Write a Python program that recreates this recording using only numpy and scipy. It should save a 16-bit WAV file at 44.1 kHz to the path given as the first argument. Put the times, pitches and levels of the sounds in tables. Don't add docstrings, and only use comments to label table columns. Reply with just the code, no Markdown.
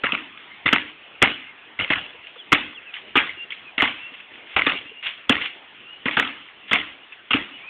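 import sys
import numpy as np
from scipy import signal
from scipy.fft import rfft, irfft, next_fast_len
from scipy.io import wavfile
from scipy.ndimage import uniform_filter1d

SR = 44100
rng = np.random.default_rng(int(sys.argv[2]) if len(sys.argv) > 2 else 0)


def int16_out(signal):
    q = np.round(np.clip(np.atleast_2d(signal).T, -1, 1) * 32767)
    wavfile.write(sys.argv[1], SR, q.astype(np.int16))


def boost_factor(decibels):
    exponent = np.asarray(decibels, float) / 20
    return 10 ** exponent


N = 339129
LEAD = 0.004

# f/Hz, level/dB per Hz
SLAP_COLOUR = [(100, -28.5), (300, -19.5), (750, -16.5), (1200, -0.5), (2100, -5.5), (2400, -18.5),
               (2800, -9.5), (3400, -7.5), (3900, -1), (4700, -6), (5600, -61.5)]
# f/Hz, level/dB per Hz
GRIT_COLOUR = [(100, -42.5), (300, -24.5), (1000, -13.5), (1800, -4.5), (2700, 0), (4700, -9.5),
               (5600, -60.5)]


def read(points, hz):
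    f, value = np.transpose(points)
    return np.interp(np.log(hz + 1), np.log(f + 1), value)


def evened(x):
    return x / np.sqrt(np.mean(x ** 2) + 1e-20)


def smooth(x, size):
    return uniform_filter1d(uniform_filter1d(x, size=size), size=size)


def drifting_patches(x, bands, frames):
    return evened(uniform_filter1d(uniform_filter1d(x, size=bands, axis=0), size=frames, axis=1))


def add(mix, s, sound):
    part = mix[max(round(s * SR), 0):][:len(sound)]
    part += sound[:len(part)]


def colour(x, points):
    size = next_fast_len(len(x) + 2048)
    response = boost_factor(read(points, np.fft.rfftfreq(size, 1 / SR)))
    return irfft(rfft(x, size) * response, size)[:len(x)]


def ring(x, hz, width_hz):
    r = np.exp(-np.pi * width_hz / SR)
    pole = r * np.exp(2j * np.pi * hz / SR)
    return 2 * signal.lfilter([(1 - r) ** 2], [1, -2 * pole, pole ** 2], x).real


def hiss():
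    # f/Hz, level/dB per Hz
    air_colour = [(18, -71), (30, -44), (80, -14.5), (151, -4.5), (203, -21.5), (243, -5), (441, -4),
                  (572, -8), (631, -4), (755, -5), (2930, 0), (3500, -5.5), (4550, -33), (7700, -120)]
    frames, hz = N // 128 + 6, np.fft.rfftfreq(512, 1 / SR)
    a, b, patches = rng.standard_normal((frames, 257, 3)).T
    patches = drifting_patches(patches, 5, 24)
    swell = evened(smooth(rng.standard_normal(frames), 100))
    level_db = read(air_colour[:-2], hz)[:, None] + 2.7 * patches + 1.27 * swell
    z = (a + 1j * b) * boost_factor(level_db) * (hz < 6000)[:, None]
    wash = signal.istft(z, nperseg=512, noverlap=384)[1][:N]
    return boost_factor(-44) * evened(wash)


def slap(db, hz, rise_ms, ring_ms, width_hz, plain, body, tint, crack):
    # f/Hz, width/Hz, level/dB
    air_modes = [(514, 210, -4), (926, 140, -10.5), (1400, 430, 5.5), (2080, 57, 1), (2630, 820, 3.5),
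                 (3250, 500, -6.5)]
    t = np.arange(1800) / SR - LEAD
    shape = np.where(t < 0, np.exp(t * 1e3 / rise_ms), boost_factor(-60e3 * t / ring_ms))
    puff = rng.standard_normal(len(t)) * shape
    puff = puff + crack * rng.choice([-1, 1]) * (np.arange(len(t)) == np.argmin(abs(t)))
    modes = np.zeros(len(t))
    for f, width, mode_db in air_modes:
        gain = boost_factor(mode_db + 10.0 * rng.standard_normal())
        modes += gain * ring(puff, f * rng.uniform(0.94, 1.05), 1.6 * width)
    smack = plain * evened(colour(puff, tint))
    sound = smack + evened(ring(puff, hz, width_hz)) + body * evened(modes)
    return boost_factor(db) * sound / abs(sound).max()


def yard(db, tint):
    # f/Hz, t60/s
    decay_times = [(100, 0.45), (300, .38), (800, 0.25), (2000, 0.42), (3500, 0.48)]
    count = SR * 3 // 5
    clumps_db = 2.0 * evened(uniform_filter1d(rng.standard_normal(count), size=90))
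    taps = rng.standard_normal(count) * boost_factor(clumps_db)
    sharp = rng.random(count) < 150 / SR
    taps = taps + 7.6 * rng.standard_normal(count) * sharp
    hz, t, z = signal.stft(taps, SR, nperseg=512)
    patches = drifting_patches(rng.standard_normal(z.shape), 3, 6)
    z = z * boost_factor(read(tint, hz)[:, None] + 3.9 * patches)
    quick = boost_factor(-60 * t / read(decay_times, hz)[:, None])
    faint = boost_factor(-24.0 - 60 * t / 0.9)
    tail = signal.istft(z * (quick + faint), SR, nperseg=512)[1][:count]
    fade_in = np.minimum(np.arange(count) / SR / 0.0054, 1)
    return boost_factor(db) * tail / tail[:2000].std() * fade_in


def walls(hz, house_ms, house_db, fence_db, far_db):
    fence_hz, edge_hz, edge_db, far_ms = 2150, 2650, -8, 56.2
    return [(20.6, fence_db, fence_hz),
            (house_ms - 4.0, house_db + edge_db, edge_hz),
            (house_ms, house_db, np.sqrt(hz * fence_hz)),
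            (house_ms + 3.6, house_db + edge_db, hz),
            (far_ms, far_db, 2230),
            (far_ms + house_ms, far_db - 10, edge_hz)]


def bounces():
    # t/s, slap peak level/dB, slap colour f/Hz, near echo level/dB, yard level/dB (both against the slap)
    landings = [(0.0365, -10.5, 1630, 6, 6), (0.1209, -7.5, 2590, -7.5, -2), (0.6592, -6, 2020, 3.5, 4.5),
                (0.7272, -2.5, 1740, 7.5, 0.5), (1.2188, -2.5, 1880, -5.5, -0.5),
                (1.225, 4.5, 2300, 1.9, -5), (1.79, -13.5, 2050, -9, 9), (1.9026, -6, 1830, -2, 4.5),
                (2.5203, -3, 2080, 5, -6.5), (2.5269, 1.5, 2270, 5, -2), (3.155, -3, 1300, 4.5, 4.5),
                (3.1677, -2, 2340, 3, -4), (3.7802, -7, 2020, 1.5, 3), (3.8209, -2.5, 1444, 1.5, 1.5),
                (4.564, -3.5, 2490, 1, 2.5), (4.6648, -6.5, 3620, 4, 7), (5.2947, 0.35, 3270, -2, 0.5),
                (6.056, -13.5, 1960, 7, 6.5), (6.1694, -5.5, 1700, 2, 6), (6.7117, -10.5, 3250, 0.5, 8),
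                (6.7304, -5.5, 2150, 0, 3.5), (7.3071, -9.5, 3100, 8.5, 3), (7.3326, -4.5, 2720, -2.5, 1.5)]
    # way to the house wall and back t/ms, then house, side fence, far wall level/dB against the slap
    places = [(32.2, 3, -3, -7.5), (30, -1.5, -7, -10.5), (30.3, 1.5, 3, -10), (34.3, -1, -9.5, -6),
              (27.55, -5, -3.5, -8.5), (33.5, -10.5, -16, -18.5), (33, -7.5, 4.5, -1.5),
              (32.8, 2.5, -3.3, -6), (32.2, -2.5, -16.5, -13.5), (34.6, -14, -6, -17.5),
              (32.2, -4.5, -16, -12), (34.7, -7, -6.5, -10.5), (27.6, 3.5, -4, -10.5), (35, -6, -12.5, -10),
              (30, 0.5, -31, -1.5), (32, -3.2, -18, -4.5), (30, -5, -16, -17.5), (28.4, 6.5, -11, 1),
              (29.06, 4.5, -12, -7.5), (27.5, 3, -12, -13.5), (28.4, 1.8, -15, -12.5),
              (33.4, 3.3, -20.5, -10.5), (36.4, -7, -15, -13)]
    # delay t/ms, level/dB
    near_surfaces = [
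        (4.5, -6),
        (9.5, -7.5),
        (14, -14.5),
    ]
    # f/Hz, level/dB per Hz
    yard_colour = [(40, -17), (150, -16.5), (270, -11.5), (700, -7), (1300, -3), (2100, -4), (2400, -5),
                   (2800, -3), (3400, -10.5), (4500, -11.5)]
    out = np.zeros(N)
    for (s, db, hz, echo_db, yard_db), place in zip(landings, places):
        start = s - LEAD
        touch = slap(db - 19, hz, 0.3, 26, 706, 0.8, 0.37, SLAP_COLOUR, 2.0)
        add(out, start - 0.0015, touch)
        main = slap(db + 1.0, hz, 0.5, 17.2, 550, 0.8, 1.0, SLAP_COLOUR, 3.0)
        add(out, start + 0.0008, main)
        for ms, near_db in near_surfaces:
            near_hz = hz * rng.uniform(0.88, 0.98)
            echo = slap(db + near_db + echo_db, near_hz, 0.9, 22, 500, 1.0, 1.0, SLAP_COLOUR, 11.5)
            add(out, start + ms / 1e3, echo)
        add(out, s, yard(db + yard_db - 15.5, yard_colour))
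        for ms, wall_db, wall_hz in walls(hz, *place):
            echo = slap(db + wall_db, wall_hz, 0.5, 10.5, 650, 0.56, 0.45, SLAP_COLOUR, 8.0)
            add(out, start + ms / 1e3, echo)
    return out


def thump(db, hz, t60, swell_ms):
    t = np.arange(SR // 8) / SR
    shape = (1 - np.exp(-t * 1e3 / swell_ms)) ** 2 * boost_factor(-60 * t / t60)
    return boost_factor(db) * shape / shape.max() * np.sin(2 * np.pi * (hz * t + rng.random()))


def hum(db, hz, width_hz, t60):
    t = np.arange(SR // 2) / SR
    tone = evened(ring(rng.standard_normal(len(t)), hz, width_hz))
    return boost_factor(db - 60 * t / t60) * tone * np.minimum(t / 0.0087, 1)


def thumps():
    # t/s, peak level/dB, f/Hz, lingering hum
    # level/dB against the thump
    rebounds = [(0.038, -25, 282, -20), (0.127, -22.5, 257, -13.5), (0.656, -19.5, 273, -17.5),
                (0.728, -13.5, 247, -18), (1.219, -14.5, 338, -21.5), (1.228, -16, 242, -17),
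                (1.796, -30, 279, -21), (1.903, -18.5, 287, -19.5), (2.519, -19.5, 335, -12),
                (2.53, -14.5, 266, -20), (3.155, -19.5, 253, -20), (3.169, -17.5, 280, -32.5),
                (3.779, -25.5, 281, -17), (3.824, -15.5, 277, -19), (4.566, -30, 241, -19),
                (4.587, -25.5, 315, -14.5), (4.668, -17, 284, -21), (5.298, -6.5, 258, -26),
                (6.057, -17.5, 255, -15.5), (6.173, -23, 249, -15), (6.195, -28, 302, -5),
                (6.713, -23.5, 246, -13.5), (6.73, -23, 200, -12), (7.307, -28, 264, -25),
                (7.344, -10.5, 273, -21.5)]
    out = np.zeros(N)
    for s, db, hz, hum_db in rebounds:
        add(out, s, thump(db - 2.0, hz, 0.036, 3.5))
        add(out, s, thump(db - 14.5, 150, 0.036, 4.6))
        add(out, s, thump(db - 8.5, 440, 0.027, 1.5))
        add(out, s, hum(db + hum_db, 283, 90, 0.48))
    return out


def pats():
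    # t/s, peak level/dB, colour f/Hz, ring t/ms
    contacts = [(0.3743, -25.5, 2470, 10), (2.2697, -23.5, 2560, 25), (2.359, -30, 1350, 63),
                (2.94, -17, 2920, 8.4), (2.9668, -21.5, 1930, 16), (3.5046, -20.5, 3220, 39),
                (3.5214, -16, 2270, 59), (4.15, -27.5, 2800, 24), (4.2017, -26.5, 2600, 23),
                (4.338, -30.5, 2260, 21), (4.356, -29.5, 2180, 19), (4.472, -31, 2010, 13),
                (4.894, -38.5, 2810, 40), (5.0278, -24.5, 2640, 16), (5.0597, -16, 2570, 8.9),
                (5.067, -10, 3400, 17), (5.1764, -30, 3250, 20.0), (5.252, -40, 2800, 24),
                (5.414, -13, 1960, 41), (5.459, -12.5, 2670, 26), (5.62, -45, 2560, 20.0),
                (5.8033, -31, 2700, 14), (6.4865, -30, 2080, 19.8), (7.123, -26, 2680, 82)]
    out = np.zeros(N)
    for s, db, hz, ring_ms in contacts:
        add(out, s - 0.003, slap(db - 0.6, hz, 1.0, ring_ms, 600, 1.0, 0.24, GRIT_COLOUR, 6.0))
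        add(out, s, yard(db - 23, GRIT_COLOUR))
    return out


def whistles():
    # start t/s, length t/s, first f/Hz, last f/Hz, level/dB
    bird_notes = [(0.487, 0.048, 2090, 2103, -48), (1.441, 0.088, 2115, 2130, -46),
                  (2.372, .065, 3520, 2960, -42), (2.736, .065, 3550, 2550, -39.5),
                  (2.853, .065, 2780, 2470, -41), (3.364, .095, 2800, 2790, -35),
                  (3.64, 0.076, 2610, 2440, -43), (3.95, .18, 2690, 2760, -41.5),
                  (4.461, 0.093, 2100, 2140, -52), (4.863, 0.058, 2770, 2790, -44),
                  (4.924, .1, 2810, 2810, -44), (5.828, 0.16, 2740, 2920, -44),
                  (7.017, 0.034, 2840, 2920, -46), (7.523, .06, 2950, 2950, -44),
                  (7.589, 0.094, 2230, 2420, -45), (7.655, .06, 2480, 2540, -38.5)]
    out = np.zeros(N)
    for s, length, first_hz, last_hz, db in bird_notes:
        u = np.arange(0, length, 1 / SR) / length
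        a, b, waver = evened(smooth(rng.standard_normal((3, len(u))), 200))
        glide_hz = first_hz + (last_hz - first_hz) * np.sin(np.pi / 2 * u) ** 2
        turn = np.exp(2j * np.pi * np.cumsum(35 * waver + glide_hz) / SR)
        level = boost_factor(db + 2.0) * np.sin(np.pi * u ** 1.3) ** 0.8
        smear = 1.24 + 0.36 * (a + 1j * b)
        add(out, s, level * (turn * smear).real)
    return out


def cracks():
    # t/s, peak level/dB, colour f/Hz
    blows = [
        (0.7288, -1.8, 1785),
        (3.823, -1.6, 1927),
        (4.5672, -1.6, 2460),
        (6.1985, 0.3, 1535),
        (6.733, -.9, 2160),
    ]
    out = np.zeros(N)
    for s, db, hz in blows:
        add(out, s - LEAD, slap(db, hz, 0.5, 6, 1200, 0.5, 0.2, SLAP_COLOUR, 20))
    return out


def cupped_pats():
    # t/s, peak level/dB, f/Hz
    cups = [
        (2.145, -41, 474),
        (2.362, -39, 481),
        (3.371, -42.5, 352),
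        (4.117, -44.5, 266),
        (4.856, -42.5, 285),
        (4.914, -39.5, 438),
    ]
    out = np.zeros(N)
    for s, db, hz in cups:
        add(out, s, thump(db, hz, 0.04, 3.7))
    return out


def scuffs():
    # hardest push t/s, build-up t/s, letting go t/s, level/dB
    drags = [(2.942, .012, .08, -33.5), (3.541, .006, 0.023, -44), (3.97, .09, 0.23, -41),
             (4.145, .03, 0.014, -37), (4.195, .06, 0.013, -42.5), (4.55, .1, .008, -36.5),
             (5.035, .012, 0.065, -29.5), (5.066, .03, 0.081, -25.5), (5.42, .025, 0.062, -27),
             (5.458, .06, .04, -27.5), (6.146, .08, 0.035, -28.5), (6.7, 0.034, 0.013, -33.5)]
    out = np.zeros(N)
    for s, rise, fall, db in drags:
        t = np.arange(-rise, fall, 1 / SR)
        clicks = rng.standard_normal(len(t)) * boost_factor(1.4 * rng.exponential(1, len(t)))
        grit = clicks * (rng.random(len(t)) < 7000 / SR)
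        push_db = db - 21 * np.where(t < 0, -t / rise, t / fall) ** 1.4
        rub = evened(colour(grit, GRIT_COLOUR)) * signal.windows.tukey(len(t), 0.1)
        add(out, s - rise, boost_factor(push_db) * rub)
    return out


def scene():
    ball_sounds = bounces() + thumps() + cracks()
    hands_and_feet = pats() + cupped_pats() + scuffs()
    return (hiss() + ball_sounds + hands_and_feet + whistles())[None]


def top_cut(x):
    return signal.sosfilt(signal.butter(12, 16500, fs=SR, output="sos"), x)


def record(dry):
    # f/Hz, level/dB
    band_response = [(25, -13), (70, 0), (1700, -2.5), (2100, 0.5), (2400, -1.5), (2750, 0.5), (3100, -0.5),
                     (3450, 0.5), (3650, -8), (3900, -16), (4200, -23.5), (4600, -42), (5200, -86.5)]
    overload = 0.71
    narrow = colour(dry[0], band_response)[None]
    return top_cut(np.clip(narrow, -overload, overload))


dry = scene()
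out = record(dry)
int16_out(out)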